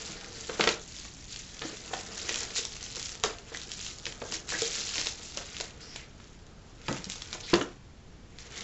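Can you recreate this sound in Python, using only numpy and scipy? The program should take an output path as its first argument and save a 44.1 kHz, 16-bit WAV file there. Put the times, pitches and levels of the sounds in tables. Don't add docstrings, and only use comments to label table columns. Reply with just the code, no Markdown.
import sys
import numpy as np
from scipy import signal
from scipy.fft import rfft, irfft, next_fast_len
from scipy.io import wavfile
from scipy.ndimage import map_coordinates

SR = 44100
rng = np.random.default_rng(int(sys.argv[2]) if len(sys.argv) > 2 else 0)


def unload_wav(signal):
    wavfile.write(
        sys.argv[1],
        SR,
        np.round(np.clip(np.atleast_2d(signal).T, -1, 1) * 32767).astype(np.int16),
    )


def volts(x):
    e = np.asarray(x, float) / 20
    return 10 ** e


N = 380583

# (time [s], level [dB], centre of its colour [Hz])
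LOUD_SNAPS = [(0.2111, -27, 3980), (0.2444, -25, 3620), (0.2607, -29.5, 5800), (0.4961, -22, 2114),
              (0.5954, -16.5, 2450), (0.6088, -5.5, 2904), (0.6392, -9, 3410), (0.6745, -3, 2630),
              (0.6901, -6, 3670), (0.9224, -30, 6000), (0.9447, -31, 4500), (0.9654, -25, 6050),
              (0.7959, -26.5, 5600), (0.999, -24.5, 6100), (1.0336, -31, 5000), (1.2426, -32.5, 4800),
              (1.225, -29.5, 6100), (1.3433, -26, 5320), (1.3611, -22, 4200), (1.568, -32, 3300),
              (1.593, -23.5, 5040), (1.6197, -22, 2890), (1.77, -24.5, 5800), (1.878, -25, 5360),
              (1.9371, -21.5, 2500), (2.009, -28, 3330), (2.2925, -12, 3390), (2.3431, -15, 4120),
              (2.3584, -13.5, 5700), (2.4323, -15.5, 4800), (2.5606, -14.5, 6160), (2.5823, -12, 5160),
              (2.5924, -19.5, 4850), (2.652, -12, 6250), (2.7208, -24.5, 4900), (2.7548, -24.5, 5000),
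              (2.766, -24.5, 3750), (2.809, -27, 5300), (2.828, -17, 6860), (2.8638, -25, 4650),
              (2.9026, -26, 5480), (2.9505, -24, 4600), (2.9582, -21.5, 5630), (2.9958, -19, 5750),
              (3.016, -18, 6130), (3.028, -21, 5100), (3.068, -22, 5030), (3.0924, -22, 5170),
              (3.1187, -23, 4770), (3.1256, -25, 4760), (3.153, -22.5, 5520), (3.1992, -30, 5920),
              (3.232, -32, 3400), (3.2371, -5, 3880), (3.3848, -29, 3910), (3.4953, -40, 2900),
              (3.547, -20, 2980), (3.5717, -19.5, 4920), (3.6161, -21.5, 4860), (3.693, -31, 5270),
              (3.7171, -15.5, 5300), (3.8478, -26, 3750), (3.7927, -27, 4500), (3.865, -22, 5500),
              (3.8756, -24, 5900), (3.915, -33, 6240), (3.9855, -24, 6230), (3.9985, -30, 6100),
              (4.055, -18, 3880), (4.0661, -16, 3250), (4.1236, -28.5, 3100), (4.217, -26, 2270),
              (4.263, -27, 4730), (4.354, -21, 5400), (4.3227, -16.5, 4900), (4.491, -16, 5080),
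              (4.5021, -14.5, 5600), (4.6193, -10.5, 4770), (4.512, -21, 5550), (4.661, -22, 4960),
              (4.756, -22.5, 4340), (4.728, -24, 5800), (4.8912, -24.5, 4810), (4.9566, -15.5, 4080),
              (4.9808, -14.5, 3980), (5.0139, -12.5, 5330), (5.06, -19, 4940), (5.0701, -12.5, 4790),
              (5.108, -23.5, 5700), (5.3729, -14, 4000), (5.567, -21, 4670), (5.6013, -15, 3860),
              (5.6097, -13, 4500), (5.3217, -25, 4030), (5.4566, -31.5, 5200), (5.8062, -34, 4460),
              (5.96, -16.5, 3980), (6.2, -36.5, 2230), (6.2423, -37, 4940), (6.467, -37.5, 5200),
              (6.8159, -36.5, 4370), (6.8826, -20, 3090), (6.927, -19.5, 4500), (6.967, -24.5, 4250),
              (7.043, -18.5, 5200), (7.054, -25, 4700), (7.0993, -17.5, 4930), (7.103, -26.5, 5440),
              (7.12, -18.5, 4780), (7.1571, -20.5, 4450), (7.1383, -29.5, 4250), (7.2205, -20, 4580),
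              (7.258, -31, 4400), (7.329, -18, 3620), (7.5013, -26, 5900), (7.53, -30, 2020),
              (7.5382, -4, 2780), (7.6124, -17, 2150), (8.386, -28, 3800), (8.5706, -29, 3160),
              (8.6077, -23, 3730)]
# (time [s], blow level [dB], panel struck [Hz], panel ring over the blow [dB],
# hardness as reach above the panel [octaves])
BOX_BLOWS = [(0.093, -43, 167, 3, 3.5), (0.492, -28.5, 489, -3, 1.6), (0.594, -17.5, 473, -3.5, 0.9),
             (0.635, -24, 414, -3, 1.4), (0.671, -18.5, 450, -1, 1.4), (0.688, -32, 405, -5, 1),
             (1.049, -39.5, 466, -9, 3), (1.616, -30, 1300, -5, 1.3), (1.649, -35, 323, 3, 0.98),
             (1.69, -42, 338, 1, 1.3), (1.728, -42, 427, 5, 0.61), (1.909, -37.5, 445, -4, 1.5),
             (1.933, -26, 742, 0.5, 1.4), (1.965, -35.5, 734, 2, 2.6), (2.287, -33.5, 530, -23, 0.91),
             (2.308, -35, 470, -1, 1.5), (2.585, -40.5, 471, 4, 1.1), (2.966, -38.5, 484, -2.5, 1.1),
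             (3.238, -23, 460, -1.5, 1.9), (3.237, -26.5, 1210, 5, 0.9), (3.518, -39, 460, 3.5, 1.1),
             (4.065, -38.5, 489, -1.5, 2), (4.216, -29, 425, -1.5, 0.57), (4.251, -39, 423, -4, 0.79),
             (4.32, -34.5, 331, -5, 1.4), (4.519, -22.5, 325, -12, 4.2), (4.619, -35.5, 460, 12.5, 0.67),
             (4.68, -54, 487, 16, 1.2), (4.952, -36.5, 457, -3, 1.3), (4.981, -28.5, 446, -12, 3.5),
             (5.065, -39.5, 456, -2, 1.8), (5.371, -37, 564, 0.5, 1.5), (5.41, -42, 700, -3, 1.3),
             (5.601, -33, 460, -10, 0.99), (6.882, -22, 877, -5, 2), (6.886, -30.5, 134, -2, 1.1),
             (6.909, -31.5, 281, 3.5, 0.76), (6.987, -45, 178, 6, 1.2), (7.066, -44.5, 191, 6.5, 1.2),
             (7.326, -36.5, 740, -15, 2.1), (7.349, -34.5, 738, -4, 1.3), (7.532, -15, 348, 2, 0.62),
             (7.538, -25, 202, 2.5, 0.8), (7.54, -28, 1044, 4, 1.1), (7.542, -37, 116, 0.5, .8),
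             (7.563, -32, 370, 6, 0.88), (7.586, -43, 326, -3, 1.3), (7.608, -28, 279, -1, 2.3)]
# (time [s], crinkle level [dB])
PRESSING = [(0, -39), (.25, -47), (.45, -41.5), (.8, -45.5), (1.2, -54), (1.55, -51.5), (2.1, -47),
            (2.7, -43), (3.2, -54.5), (3.45, -61), (4.2, -56), (4.86, -55), (5.2, -59), (5.5, -55),
            (5.76, -64), (6.1, -71), (6.78, -64), (7.0, -60), (7.28, -48), (7.6, -59), (7.75, -78),
            (8.36, -72), (8.63, -50)]


def unit(x):
    return x / np.sqrt(np.mean(x ** 2) + 1e-20)


def along(points, hz):
    f, v = np.transpose(points)
    return np.interp(np.log(hz + 1), np.log(f + 1), v)


def filtered(x, response):
    m = next_fast_len(N + SR // 2)
    return irfft(rfft(x, m) * response(np.fft.rfftfreq(m, 1 / SR)), m)[:N]


def wobble(rate):
    knots = rng.standard_normal(int(N * rate / SR) + 4)
    return map_coordinates(knots, [np.arange(N) * rate / SR])


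def bursts(s, shapes):
    where = np.round(s * SR).astype(int)[:, None] + np.arange(shapes.shape[1])
    return np.bincount(where.ravel(), shapes.ravel(), N + SR)[:N]


def grains(s, hz, size, cycles, count):
    turns = np.outer(hz / SR, np.arange(count))
    return bursts(s, size[:, None] * np.sin(2 * np.pi * turns) * np.exp(-turns / cycles))


def floor():
    # (frequency [Hz], relative spectral level [dB])
    floor_colour = [(10, -8), (25, 1), (60, -1.5), (150, -5.5), (300, -12.5), (600, -20), (1500, -25.5),
                    (4000, -29.5), (8000, -32.5)]
    noise = filtered(rng.standard_normal(N), lambda f: volts(along(floor_colour, f)))
    return volts(-50 + 0.37 * wobble(3.5)) * unit(noise)


def room(x):
    # (frequency [Hz], t60 [s])
    decay = [(150, 0.22), (700, 0.38), (2000, 0.25), (7000, 0.13)]
    wet, step = np.zeros(N + SR), SR // 4
    for start in range(0, N, step):
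        hz, t, z = signal.stft(rng.standard_normal(SR // 2), SR, nperseg=256)
        t60 = along(decay, hz)[:, None]
        tail = signal.istft(z * volts(-60 * t / t60), SR, nperseg=256)[1]
        echo = signal.fftconvolve(x[start:start + step], tail / np.linalg.norm(tail))
        wet[start + 130:][:len(echo)] += echo
    return wet[:N]


def box(x):
    # (frequency [Hz], width [Hz], level [dB])
    panels = [(122.5, 17, -12), (209, 31, -6.5), (323.4, 45, -7), (460, 53, -5), (583, 95, -8.5),
              (715, 333, -11.5), (1080, 275, -12), (1300, 335, -11), (1880, 500, -20.5)]

    def response(f):
        total = 0
        for k, (centre, width, db) in enumerate(panels):
            damping = 1j * f * width
            total = total + (-1) ** k * volts(db) * damping / (centre ** 2 - f ** 2 + damping)
        return total

    return filtered(x, response)


def knocks():
    s, db, hz, panel_db, hardness = np.transpose(BOX_BLOWS)
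    t = np.arange(2048) / SR
    envelope = np.exp(-t / 0.00376) * (1 - np.exp(-t / 0.0026))
    push = rng.standard_normal((len(s), len(t))) * envelope
    ratio = 1j * np.fft.rfftfreq(2 * len(t), 1 / SR) / hz[:, None]
    low = ratio * 1.03
    high = ratio / 2 ** np.clip(hardness, 0, 4)[:, None]
    push = irfft(rfft(push, 2 * len(t)) * (low / (1 + low)) ** 2 / (1 + high) ** 2)
    push /= np.linalg.norm(push, axis=1, keepdims=True)
    blows = bursts(s, 50 * volts(db)[:, None] * push)
    panel_ring = grains(s + 0.0012, hz, volts(db + panel_db), 4.6, count=4000)
    return box(blows) + 0.071 * blows + panel_ring


def swishes():
    # (start [s], end [s], centre [Hz], spread [Hz], level [dB])
    slides = [(4.537, 4.537, 1840, 201, -27), (5.808, 5.962, 5140, 600, -51.5),
              (5.964, 6.02, 2480, 500, -57), (7.43, 7.482, 4100, 910, -45.5)]
    t, out = np.arange(N) / SR, np.zeros(N)
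    for start, stop, hz, width, db in slides:
        hiss = filtered(rng.standard_normal(N), lambda f: np.exp(-.5 * ((f - hz) / width) ** 2))
        envelope = np.interp(t, [start, start + 0.0032, stop, stop + 0.024], [0, 1, 1, 0])
        out += volts(db) * unit(hiss) * envelope
    return out


def squeezes(s):
    # (peak time [s], level [dB], rise [dB/s], fall [dB/s], large folds over fine crinkle [dB])
    swells = [(.08, -46.5, 89, 102.5, 5), (.514, -41.5, 302, 103, 2.5), (.603, -32.5, 900, 171.5, 2),
              (.694, -40, 198, 200, 0.5), (.98, -42, 81, 55, -4), (1.05, -49.5, 100, 118, 3),
              (1.324, -42, 100, 34, -4), (1.639, -43.5, 153, 28, 0.5), (1.936, -34.5, 500, 140, -7),
              (2.178, -36, 111, 110, -5), (2.307, -33, 170, 55, 0.5), (2.43, -46, 102, 118, -3),
              (2.58, -24.5, 350, 330, -9), (2.875, -40, 118, 120, -6), (2.966, -39.5, 300, 56, -2),
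              (3.04, -38, 103, 141, -2), (3.138, -42, 136, 190, -10), (3.254, -32.5, 1097, 225, 1),
              (3.542, -48.5, 205, 65, -1), (3.632, -45.5, 65, 300, 5.5), (3.732, -42, 162, 42, -4),
              (3.87, -38.5, 46, 75, -8), (4.076, -43.5, 252, 110, -7.5), (4.343, -33.5, 148, 203, -5),
              (4.495, -32, 1003, 38, -0.5), (4.624, -35.5, 200, 90, -12), (4.735, -31.5, 500, 44, -5),
              (4.815, -37.5, 60, 252, -3), (4.895, -40, 300, 100, -9), (4.97, -28.5, 140, 156, -4.5),
              (5.07, -29, 500, 170, -5.5), (5.268, -39.5, 124, 66, -6.5), (5.38, -40.5, 377, 90, 0),
              (5.607, -40.5, 73, 128, 2), (5.84, -49.5, 130, 48, 2.5), (5.979, -50.5, 100, 210, 9.5),
              (6.236, -59, 270, 60, 3), (6.89, -44.5, 250, 53, 6.5), (6.974, -51.5, 75, 300, 5),
              (7.114, -43, 150, 50, -5), (7.348, -51, 104, 220, 10.5), (7.44, -63, 300, 43, 8),
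              (7.508, -38, 250, 116, 5.5), (8.396, -48, 1000, 123, 2), (8.471, -53.5, 115, 280, 5.5),
              (8.588, -42.5, 122, 300, 6)]
    peak, db, rise, fall, folds_db = np.transpose(swells)
    since = s[:, None] - peak
    drop_db = np.where(since > 0, np.abs(fall) * since, -np.abs(rise) * since)
    power = volts(db - drop_db) ** 2
    return power.sum(axis=1), (power * volts(folds_db) ** 2).sum(axis=1)


def small_snaps(count=140):
    z = rng.standard_normal((count, 2))
    s = rng.random(count) * (N / SR - .1)
    crinkle_db = 10 * np.log10(volts(np.interp(s, *np.transpose(PRESSING))) ** 2 + squeezes(s)[0])
    db = crinkle_db + 8 + 2.5 * z[:, 0]
    hz = 5200 * np.exp(.15 * z[:, 1])
    return np.transpose([s, db, hz])


def snaps(count=24):
    s, db, hz = np.vstack([LOUD_SNAPS, small_snaps()]).T
    flurry_s = np.clip(.7 * (4500 / hz) ** 1.6, .2, 8) * 1.5 / 1000
    draw = rng.random((len(s), 3, count))
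    place = draw[:, 0].argsort(1) / (count - 1) - .5
    late = -np.log(1 - draw[:, 1]) * np.arange(count) / count
    pitch = np.clip(hz[:, None] * np.exp(1.095 * place), 700, 9000)
    sign = np.sign(draw[:, 2] - .5)
    size = volts(db[:, None] - 1.9 * late) * 0.24 * (pitch / hz[:, None]) ** .6 * sign
    when = s[:, None] + late * flurry_s[:, None]
    crack = grains(s, np.full(len(s), 6000), 0.38 * volts(db), 0.5, count=40)
    return crack + grains(when.ravel(), pitch.ravel(), size.ravel(), 2.3, count=160)


def crinkle(count, spread_db, clump_db):
    # (frequency [Hz], relative spectral level [dB])
    film_colour = [(300, -41), (1000, -15), (2000, -2.5), (3500, 0.5), (5000, 2.5), (7000, 5), (9000, 4)]
    u = rng.random((count, 3))
    hz = 1200 * (9000 / 1200) ** u[:, 1]
    size = volts(-spread_db * np.log(1 - .995 * u[:, 2])) * np.sqrt(hz)
    ticks = unit(grains(u[:, 0] * N / SR, hz, size, 2.44, count=64))
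    sheet = ticks + .5 * rng.standard_normal(N)
    sheet = filtered(sheet, lambda f: volts(along(film_colour, f)))
    return unit(sheet * volts(clump_db * wobble(25) + 1.75 * wobble(90)))


def level_db(curve, events, after_db, t60, s):
    since = s[:, None] - np.array([row[0] for row in events])
    wake_db = np.array([row[1] for row in events]) + after_db - 60 * since / t60
    wake = np.where(since > 0, volts(np.minimum(wake_db, 0)) ** 2, 0).sum(axis=1)
    return 10 * np.log10(volts(np.interp(s, *np.transpose(curve))) ** 2 + wake)


def hands():
    # (time [s], level [dB])
    dragging = [(0.0, -49), (0.43, -55.5), (0.65, -43.5), (0.81, -70), (1.34, -68), (1.87, -53),
                (2.43, -48.5), (2.66, -58), (3.99, -58.5), (4.71, -49.5), (5.29, -56.5), (5.48, -53),
                (6.13, -66), (6.61, -63.5), (7.55, -55), (7.76, -71), (8.29, -67.5), (8.63, -50.5)]
    s = np.arange(0, N, 64) / SR
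    film_db = level_db(PRESSING, LOUD_SNAPS, after_db=-25, t60=0.2, s=s)
    drag_db = level_db(dragging, BOX_BLOWS, after_db=-13, t60=0.25, s=s)
    folds_db = film_db - 0.5 + 0.31 * (drag_db - film_db)
    fine, large = np.sqrt(volts([film_db, folds_db]) ** 2 + squeezes(s))
    t = np.arange(N) / SR
    fine, large, drag = [np.interp(t, s, curve) for curve in (fine, large, volts(drag_db))]
    rasp = unit(box(rng.standard_normal(N) * volts(2.1 * wobble(40))))
    film = crinkle(count=26000, spread_db=3.1, clump_db=1.12)
    low = filtered(film, lambda f: 1 / (1 + (f / 3300) ** 4))
    return fine * (film - low) + large * low + drag * rasp


def scene():
    near = hands() + snaps() + swishes() + knocks()
    return (near + volts(-8.0) * room(near) + floor())[None]


def low_pass(x):
    return signal.sosfilt(signal.butter(12, 8540, fs=SR, output="sos"), x)


def record(dry):
    # (frequency [Hz], level [dB])
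    top_end = [(7200, -0.5), (7700, -6), (8100, -30), (8500, -50), (9500, -76)]
    rounded = dry[0] / (1 + np.abs(dry[0] / .4) ** 3) ** (1 / 3)
    mix = filtered(rounded, lambda f: volts(along(top_end, f)))[None]
    return low_pass(mix)


dry = scene()
out = record(dry)
unload_wav(out)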